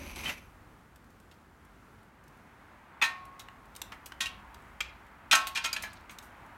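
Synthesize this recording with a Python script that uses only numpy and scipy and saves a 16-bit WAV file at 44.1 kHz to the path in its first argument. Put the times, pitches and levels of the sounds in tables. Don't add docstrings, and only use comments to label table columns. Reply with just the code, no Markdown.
import sys
import numpy as np
from scipy import signal
from scipy.fft import rfft, irfft, next_fast_len
from scipy.io import wavfile
from scipy.ndimage import map_coordinates

SR = 44100
rng = np.random.default_rng(int(sys.argv[2]) if len(sys.argv) > 2 else 0)


def waveform_to_disk(signal):
    frames = np.transpose(np.atleast_2d(signal))
    scaled = np.clip(frames, -1, 1) * 32767
    samples = np.round(scaled).astype(np.int16)
    wavfile.write(sys.argv[1], SR, samples)


N = 289735

# (time [s], blade ring [dB], gutter ring [dB], gutter t60 [s])
STRIKES = [(3.022, -31, -38, 1.33), (4.206, -38.5, -46.5, 0.93), (5.326, -24, -29, 0.69)]
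# (frequency [Hz], relative level [dB], t60 [s])
BLADE_MODES = [(234, -14, 0.097), (296, -27.5, 0.51), (639, -21, 0.69), (752, -22.5, 0.74),
               (866, -14.5, 0.44), (932, -7, 0.24), (1056, -9, 0.4), (1078, -15, 0.23), (1316, -6, 0.33),
               (1416, -6, 0.29), (1546, -3.5, 0.33), (1613, -19, 0.42), (1886, -7.5, 0.19),
               (2000, -22, 0.19), (2300, -1, 0.21), (2493, 0.5, 0.25), (2735, -7, 0.29), (2570, -14, 0.21),
               (3250, -9.5, 0.16), (3210, -1.5, 0.15), (3470, -12.5, 0.17), (3880, -8, 0.16),
               (4070, -5, 0.18), (4870, -24, 0.093), (6540, 1, 0.1)]
# (frequency [Hz], relative level [dB], multiplier on the strike's gutter t60 [ratio])
GUTTER_MODES = [(733, -16.5, 1.3), (1092, 0, 1.05)]

# (time [s], crack level [dB], centre [Hz], crumble t60 [s], rod pitch [Hz], rod ring [dB])
BREAKS = [(3.015, -24, 1930, 0.092, 2544, -24.5), (3.022, -20.5, 2170, 0.067, 2563, -20.5),
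          (3.037, -30, 4060, 0.12, 1826, -25), (4.205, -25.5, 3430, 0.12, 1865, -33.5),
          (4.257, -31, 2850, 0.074, 2796, -33), (4.805, -23, 2400, .04, 2340, -24.5),
          (5.312, -16, 3220, 0.086, 2494, -22.5), (5.325, -15.5, 2870, .09, 1333, -21.5),
          (5.334, -18.5, 1960, 0.065, 1584, -26), (5.351, -20.5, 4770, 0.07, 1820, -25.5)]
# (time [s], crack level [dB], centre [Hz], crumble t60 [s], rod pitch [Hz], rod ring [dB])
SHARDS = [(5.549, -37, 4000, .08, 2440, -44), (5.556, -28, 2600, 0.14, 2410, -30),
          (5.573, -25.5, 3030, 0.047, 3100, -29), (5.64, -31, 3540, 0.073, 2180, -42),
          (5.645, -26, 3020, 0.066, 1341, -33), (5.657, -28, 4200, 0.054, 2154, -32.5),
          (5.729, -27.5, 5030, 0.052, 4760, -25.5), (5.7619, -30, 2370, .07, 1723, -36),
          (5.835, -35.5, 2200, .1, 1700, -36), (6.094, -41.5, 2220, .06, 2235, -52)]
# (time [s], level [dB], centre [Hz], crumble t60 [s])
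TICKS = [(.959, -52, 5500, 0.026), (1.313, -53, 2880, 0.06), (2.279, -56, 7000, .035),
         (3.252, -53, 7000, .035), (3.394, -42, 3430, 0.09), (3.4855, -35.5, 1790, 0.01),
         (3.752, -42, 4000, 0.013), (3.762, -38, 4140, 0.033), (3.817, -27.5, 3700, 0.021),
         (3.920, -36, 1420, 0.074), (4.059, -41, 5500, 0.069), (4.1205, -35.5, 1670, 0.024),
         (4.544, -45.5, 3250, .028), (5.4695, -30, 3660, 0.073), (5.823, -37, 6500, 0.082),
         (5.931, -49, 5500, 0.042), (6.108, -51, 5500, .13), (6.186, -37.5, 4000, 0.025),
         (6.225, -56, 6000, 0.23)]
# (frequency / centre frequency [ratio], gain [dB])
FRACTURE_COLOUR = [(.06, -24.5), (.17, -21.5), (.3, -8.5), (.5, -4.5), (1, 1.5), (1.6, -4.5), (3, -14.5),
                   (6, -28.5)]
# (frequency [Hz], gain [dB])
AIR_COLOUR = [(3200, 0), (4800, -2), (6500, 0), (8500, 1), (10500, -2), (13000, -0.5), (16000, -8.5)]
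# (frequency [Hz], gain [dB])
CRUMB_COLOUR = [(900, -29), (1800, -6), (2600, 1), (4200, 7), (6800, -8), (9000, -24), (16000, -33)]

# (time [s], rumble before trim [dB], rubbing before trim [dB])
SCUFF_LEVELS = [(0, -47.5, -48.5), (.1, -51.5, -47), (.15, -57, -50.5), (.168, -47, -44.5),
                (.245, -49.5, -43.5), (.3, -43, -38), (.35, -58.5, -52.5), (.8, -100, -105)]
# (frequency [Hz], gain [dB])
RUB_COLOUR = [(400, -6.5), (600, -4.5), (950, 1), (1400, -4.5), (1950, -4), (2350, 7.5), (2850, -1.5),
              (3300, -7.5), (5400, -11.5), (6100, -3), (6800, -17.5), (10500, -17.5), (11500, -5),
              (12500, -35)]
# (frequency [Hz], gain [dB])
RUMBLE_COLOUR = [(15, -42), (25, -30), (59, -0.5), (117, -11), (237, -1.5), (382, -7.5), (413, -19),
                 (600, -6), (780, -55), (1320, -120)]
# (time [s], level [dB], centre [Hz], crumble t60 [s])
CRUNCHES = [(.159, -40.5, 3530, 0.055), (.254, -35, 2280, 0.06), (.266, -40, 1920, 0.2),
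            (.2915, -34.5, 1950, 0.11), (.297, -40, 2320, 0.15)]
# (time [s], pitch [Hz], level [dB], t60 [s])
SQUEAKS = [(.256, 2600, -36, 0.17), (.259, 3090, -30.5, 0.15), (.293, 2710, -28.5, 0.067)]

# (frequency [Hz], t60 [s])
PORCH_DECAY = [(300, 0.53), (1000, 0.43), (2800, 0.4), (7000, 0.22), (14000, 0.24)]
# (frequency [Hz], gain [dB])
YARD_COLOUR = [(20, -36), (50, 1.5), (62, -3), (100, -3), (160, -6.5), (215, -4.5), (400, -12), (600, -16),
               (1400, -14), (2200, -23), (3200, -29.5), (5000, -34), (7000, -35), (16000, -39.5)]
# (time [s], tyre roar [dB], engine drone [dB])
TRAFFIC = [(0, -64, -49), (1.5, -68, -76.5), (3.1, -56, -79), (3.9, -58.5, -60.5), (6.57, -53.5, -63)]
# (frequency [Hz], gain [dB])
ROAD_COLOUR = [(240, -61), (400, -13.5), (429, -35.5), (466, -47), (505, -9), (881, 2), (1430, -1),
               (2130, -6), (4500, -28.5), (5850, -53), (9900, -120)]
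# (frequency [Hz], gain [dB])
DRONE_COLOUR = [(20, -23), (35, -1), (58, 4.5), (80, 2), (120, -19), (200, -40.5)]

GLANCE_DB = -15
CRUMB_RISE_S, CRUMB_T60_S = 0.02, 0.62
CRISP_DB, CRISP_HZ, CRISP_DB_PER_OCTAVE = -8, 3580, 22
FAINT_TICKS_PER_S, FAINT_TICK_DB, FAINT_TICK_HZ, FAINT_TICK_T60_S = 3.6, -63.5, 8000, 0.038
ROD_LINGER, ROD_HZ = 2.1, 2000
OVAL_RATIO, OVAL_DB = 1.38, -4.5
TOP_HZ = 16000


def amp(db):
    return 10 ** (np.asarray(db) / 20)


def unit(x):
    return x / np.sqrt(np.mean(x ** 2) + 1e-20)


def along(points, hz):
    point_hz, values = np.transpose(points)
    return np.interp(np.log(hz + 1e-6), np.log(point_hz), values)


def curves(rows):
    times, *columns = np.transpose(rows)
    return [np.interp(np.arange(N) / SR, times, column) for column in columns]


def wobble(rate):
    knots = rng.standard_normal(int(N * rate / SR) + 4)
    return map_coordinates(knots, [np.arange(N) * rate / SR])


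def filtered(x, response):
    size = next_fast_len(N + SR // 2)
    gain = response(np.fft.rfftfreq(size, 1 / SR))
    return irfft(rfft(x, size) * gain, size)[:N]


def noise(spectrum):
    white = rng.standard_normal(N)
    return unit(filtered(white, lambda hz: amp(along(spectrum, hz))))


def causal(response, size=2048):
    cepstrum = irfft(np.log(response(np.fft.rfftfreq(size, 1 / SR)) + 1e-6))
    cepstrum[1:size // 2] *= 2
    cepstrum[size // 2 + 1:] = 0
    impulse = irfft(np.exp(rfft(cepstrum)))
    return impulse / np.linalg.norm(impulse)


def add(track, s, sound):
    start = max(round(s * SR), 0)
    track[start:start + len(sound)] += sound[:N - start]


def fade(t60, attack):
    t = np.arange(SR) / SR
    return amp(-60 * t / t60) * (1 - np.exp(-t / attack))


def shovel():
    out, singing = np.zeros(N), []
    for s, blade_db, gutter_db, t60 in STRIKES:
        add(out, s, amp(blade_db) * blade())
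        for hz, mode_db, linger in GUTTER_MODES:
            singing.append((s, hz, gutter_db + mode_db, t60 * linger))
    return out + rings(singing, wet_db=-26.5, width_hz=0.81)


def blade(spread_db=2):
    t = np.arange(SR) / SR
    luck = rng.standard_normal(len(BLADE_MODES))
    phases = rng.uniform(0, 2 * np.pi, len(BLADE_MODES))
    out = np.zeros(SR)
    for (hz, db, t60), chance, phase in zip(BLADE_MODES, luck, phases):
        tone = np.sin(2 * np.pi * hz * t + phase)
        out += amp(db + spread_db * chance) * tone * fade(t60, 0.003)
    return out


def rings(rows, wet_db, width_hz):
    out, t = np.zeros(N), np.arange(SR) / SR
    for s, hz, db, t60 in rows:
        blur = np.cumsum(rng.standard_normal(SR)) * np.sqrt(2 * np.pi * width_hz / SR)
        tone = np.sin(2 * np.pi * hz * t + blur) * fade(t60, 0.0005)
        add(out, s, porch(amp(db) * tone, wet_db))
    return out


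def breaking_ice():
    snaps = impacts(BREAKS, wet_db=-9.5, crisp_db=-23.5, attack=0.0009)
    return snaps + spray(BREAKS, share_db=-36.5)


def falling_ice():
    out = impacts(SHARDS, wet_db=-10.5, crisp_db=-28, attack=0.0012) + spray(SHARDS, share_db=-25)
    for s, db, *_ in SHARDS:
        add(out, s, amp(db + GLANCE_DB) * blade())
    return out


def impacts(rows, wet_db, crisp_db, attack):
    out, modes = np.zeros(N), []
    for s, db, centre_hz, t60, rod_hz, rod_db in rows:
        crack = amp(db) * fracture(centre_hz, crisp_db, t60, attack=attack)
        add(out, s, porch(crack, wet_db))
        for hz, mode_db in [(rod_hz, 0), (OVAL_RATIO * rod_hz, OVAL_DB)]:
            ring_t60 = t60 * ROD_LINGER * ROD_HZ / hz
            modes.append((s, hz, rod_db + mode_db, ring_t60))
    return out + rings(modes, wet_db=-22, width_hz=12.2)


def fracture(centre_hz, crisp_db, t60, grain_db=3, attack=0.00027, ripple_db=3, ripple_hz=170):
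    sizes = np.repeat(amp(grain_db * rng.standard_normal(SR)), 16)[:SR]
    cracks = unit(sizes * rng.standard_normal(SR)) * fade(t60, attack)
    knots = rng.standard_normal(1024)

    def colour(hz):
        body = amp(along(FRACTURE_COLOUR, hz / centre_hz))
        fizz = amp(crisp_db) * hz / (hz + 700)
        ripple = amp(ripple_db * map_coordinates(knots, [hz / ripple_hz], mode="mirror"))
        return np.hypot(body, fizz) * ripple * amp(along(AIR_COLOUR, hz))

    return signal.fftconvolve(cracks, causal(colour))[:SR]


def spray(rows, share_db, clump_db=3.5, grain_db=4):
    power = np.zeros(N)
    for s, db, *_ in rows:
        shower = amp(db + share_db) * fade(CRUMB_T60_S, CRUMB_RISE_S)
        add(power, s, shower ** 2)
    patter = unit(amp(grain_db * wobble(900)) * noise(CRUMB_COLOUR))
    return np.sqrt(power) * amp(clump_db * wobble(70)) * patter


def ticking_ice(spread_db=2):
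    chance = rng.random((round(FAINT_TICKS_PER_S * N / SR), 2))
    faint = []
    for when, size in chance:
        db = FAINT_TICK_DB + spread_db * (2 * size - 1)
        faint.append((when * N / SR, db, FAINT_TICK_HZ, FAINT_TICK_T60_S))
    return crackles(TICKS + faint, wet_db=-11)


def crackles(rows, wet_db, grain_db=1.5, attack=0.00039):
    out = np.zeros(N)
    for s, db, centre_hz, t60 in rows:
        crisp_db = CRISP_DB + CRISP_DB_PER_OCTAVE * np.log2(centre_hz / CRISP_HZ)
        crack = amp(db) * fracture(centre_hz, crisp_db, t60, grain_db=grain_db, attack=attack)
        add(out, s, porch(crack, wet_db))
    return out


def scuff(rub_db=-1, rumble_db=-1, grit_db=-13):
    low_db, high_db = curves(SCUFF_LEVELS)
    grip_db = 1.8 * wobble(60) + 1.5 * wobble(400)
    grit = unit(rng.standard_normal(N) * amp(4 * wobble(1500)))
    rubbing = amp(high_db + rub_db + grip_db) * (noise(RUB_COLOUR) + amp(grit_db) * grit)
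    rumble = amp(low_db + rumble_db) * noise(RUMBLE_COLOUR)
    crunches = crackles(CRUNCHES, wet_db=-14)
    squeaks = rings(SQUEAKS, wet_db=-17, width_hz=38)
    return rubbing + rumble + crunches + squeaks


def porch(x, wet_db, rise_s=0.0019):
    hz, t, grid = signal.stft(rng.standard_normal(SR // 2), SR, nperseg=256)
    decay = amp(-60 * t / along(PORCH_DECAY, hz)[:, None])
    rise = 1 - np.exp(-t / rise_s)
    tail = signal.istft(grid * decay * rise, SR, nperseg=256)[1]
    answer = signal.fftconvolve(x, tail / np.linalg.norm(tail))[:len(x)]
    return x + amp(wet_db) * answer


def outdoors(yard_db=-58, waver_db=1.04):
    road_db, drone_db = curves(TRAFFIC)
    roar = amp(road_db + 1.1 * wobble(4.25)) * noise(ROAD_COLOUR)
    drone = amp(drone_db) * noise(DRONE_COLOUR)
    yard = amp(yard_db + waver_db * wobble(6)) * noise(YARD_COLOUR)
    return yard + roar + drone


def scene():
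    ice = breaking_ice() + falling_ice() + ticking_ice()
    return (shovel() + ice + scuff() + outdoors())[None]


def record(dry):
    return filtered(dry[0], lambda hz: 1 / np.sqrt(1 + (hz / TOP_HZ) ** 200))[None]


dry = scene()
out = record(dry)
waveform_to_disk(out)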